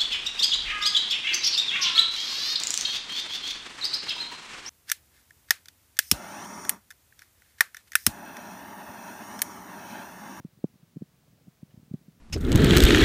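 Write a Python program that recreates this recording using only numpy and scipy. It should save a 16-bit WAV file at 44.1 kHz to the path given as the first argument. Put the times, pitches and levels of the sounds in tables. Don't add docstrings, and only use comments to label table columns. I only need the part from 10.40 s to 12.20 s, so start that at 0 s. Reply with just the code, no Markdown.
import sys
import numpy as np
from scipy.fft import rfft, irfft, next_fast_len
from scipy.io import wavfile
from scipy.ndimage import map_coordinates

SR = 44100
rng = np.random.default_rng(int(sys.argv[2]) if len(sys.argv) > 2 else 0)


def master_out(mix):
    frames = np.transpose(np.atleast_2d(mix))
    ceiling = np.clip(frames, -1, 1)
    pcm = np.round(ceiling * 32767).astype(np.int16)
    wavfile.write(sys.argv[1], SR, pcm)


N = 79380
TIME_S = np.arange(N) / SR


def gain(db):
    return 10 ** (np.asarray(db) / 20)


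def normalize(sound):
    return sound / np.sqrt(np.mean(sound ** 2) + 1e-20)


def wobble(rate_hz):
    values = rng.standard_normal(int(N * rate_hz / SR) + 4)
    return map_coordinates(values, [np.arange(N) * rate_hz / SR])


def filtered(sound, response):
    size = next_fast_len(N + 8192)
    return irfft(rfft(sound, size) * response(np.fft.rfftfreq(size, 1 / SR)), size)[:N]


def shaped_noise(tone):
    hz, db = np.transpose(tone)
    white = rng.standard_normal(N)
    return normalize(filtered(white, lambda f: gain(np.interp(np.log(f + 1), np.log(hz), db))))


# pitch_hz, relative_db
TREMOR_TONE = [(20, -36.5), (50, -8), (90, -5.5), (150, 3), (220, -5), (320, -11), (500, -19.5),
               (900, -27.5), (2500, -68)]
# time_s, level_db
TREMOR_LOUDNESS = [(0, -67.5), (.15, -67), (.3, -67.5), (.52, -67.5), (.8, -66.5), (1.05, -63.5),
                   (1.15, -70), (1.32, -62), (1.55, -64), (1.72, -62.5), (1.8, -67.5)]

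def case_tremor():
    level_db = np.interp(TIME_S, *np.transpose(TREMOR_LOUDNESS))
    rumble = shaped_noise(TREMOR_TONE)
    flutter_db = -0.5 * wobble(rate_hz=25.2)
    return gain(level_db) * normalize(rumble * gain(flutter_db))


# pitch_hz, relative_db
AIR_TONE = [(20, -28), (200, -1.5), (500, 3), (900, -1), (1500, -3), (3000, -8.5), (6000, -11.5),
            (15000, -55)]

def open_air(level_db=-74.5):
    return gain(level_db) * shaped_noise(AIR_TONE)


# time_s, peak_db, brightness_hz, damping_factor
PUSHES = [(.001, -37.5, 70, 2.7), (0.049, -29, 109, 0.78), (.133, -53, 44.4, 1.4),
          (0.175, -47.5, 62.5, 1.3), (0.19, -51, 131.5, 2.2), (0.2425, -15, 200, 0.91),
          (0.2996, -54, 65, 1.1), (.3403, -49.5, 64, 2.2), (0.3569, -49.5, 76, 1.6),
          (0.4299, -46, 49.7, .7), (0.5614, -35.5, 91, 0.49), (0.5685, -29, 119, 0.92),
          (0.6121, -39, 68.4, 1.5), (0.621, -27.5, 144, 0.79), (.881, -53, 79, 1.4),
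          (.93, -52.5, 64.6, 1.2), (1.0704, -50, 130, 0.84), (1.0805, -39, 74, 0.95),
          (1.2307, -33, 74, 1.3), (1.3425, -42, 65, 1.5), (1.3769, -40, 58, 3), (1.398, -46.5, 69, 2.1),
          (1.431, -47, 79, 1.9), (1.48, -49.5, 80, 1.5), (1.5135, -30, 60, 1.4), (1.5399, -22, 93.4, 0.82),
          (1.5481, -33.5, 134, 0.85), (1.6136, -51.5, 80, 0.57), (1.6826, -40, 89, 0.66),
          (1.7418, -61, 59, 1.7), (1.7759, -50.5, 72, 1.2)]
# pitch_hz, width_hz
CASE_RINGS = [(218, 358), (163.4, 91)]
# pitch_hz, relative_db
SCUFF_TONE = [(150, -15), (400, 2.5), (700, -6.5), (1100, -12.5), (2000, -19.5), (4000, -38), (9000, -60)]

def finger_thumps(fingertip_hz=1046, scuff_vs_peak_db=-37, scuff_fade_s=0.0075):
    size = 8192
    f = np.fft.rfftfreq(size, 1 / SR)
    soft_fingertip = np.exp(-(f / fingertip_hz) ** 2)
    thumps, scuff_level = np.zeros(N + 2 * size), np.zeros(N)
    for time_s, peak_db, brightness_hz, damping in PUSHES:
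        rings = [f * f / (hz * hz - f * f + 1j * f * width * damping) for hz, width in CASE_RINGS]
        case = np.prod(rings, axis=0)
        rolloff = np.exp(-f / brightness_hz)
        push = rolloff / (1 + rolloff ** 2)
        thump = np.fft.fftshift(irfft(case * soft_fingertip * push))
        thumps[round(time_s * SR):][:size] += gain(peak_db) * thump / np.abs(thump).max()
        fade = (TIME_S >= time_s) * np.exp(-np.abs(TIME_S - time_s) / scuff_fade_s)
        scuff_level += gain(peak_db + scuff_vs_peak_db) * fade
    return thumps[size // 2:][:N] + scuff_level * shaped_noise(SCUFF_TONE)


# middle_s, length_s, level_db, pitch_hz, width_octaves
SCRAPE_STROKES = [(0.007, 0.013, -60.5, 606, 0.52), (0.828, 0.017, -68.5, 765, 0.38),
                  (0.876, 0.0096, -61.5, 491, 0.84), (.958, 0.052, -73, 596, 0.43),
                  (1.014, 0.0073, -64.5, 540, 0.31), (1.076, 0.012, -67, 585, 0.4),
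                  (1.227, 0.0061, -62, 610, .5), (1.312, 0.014, -71, 2380, 1),
                  (1.35, 0.092, -74, 590, 0.71), (1.506, 0.0066, -67, 584, 0.39),
                  (1.539, .004, -65, 2000, 2.6), (1.541, 0.0097, -59.5, 614, 0.31)]

def digging(grit_db=3):
    scrapes = np.zeros(N)
    for middle_s, length_s, level_db, pitch_hz, width_octaves in SCRAPE_STROKES:
        grit = rng.standard_normal(N) * gain(grit_db * wobble(rate_hz=300))
        sand = filtered(grit, lambda f: np.exp(-(np.log2((f + 1) / pitch_hz) / width_octaves) ** 2))
        swell = np.exp(-2 * ((TIME_S - middle_s) / length_s) ** 2)
        scrapes += gain(level_db) * normalize(sand) * swell
    return scrapes


def scene():
    return (finger_thumps() + case_tremor() + digging() + open_air())[None]


# pitch_hz, relative_db
HISS_TONE = [(100, -7.5), (2000, 2), (5000, 1), (7200, 0), (8500, -1), (9500, -0.5), (10600, -2),
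             (12500, -0.5), (14000, 0), (15500, 1)]

def record(dry, hiss_db=-70.5, whine_db=-95, whine_hz=15000, highest_hz=15850):
    hiss = gain(hiss_db) * shaped_noise(HISS_TONE)
    whine = gain(whine_db) * np.sqrt(2) * np.sin(2 * np.pi * whine_hz * TIME_S)
    return filtered(dry[0] + hiss + whine, lambda f: f < highest_hz)[None]


dry = scene()
out = record(dry)
master_out(out)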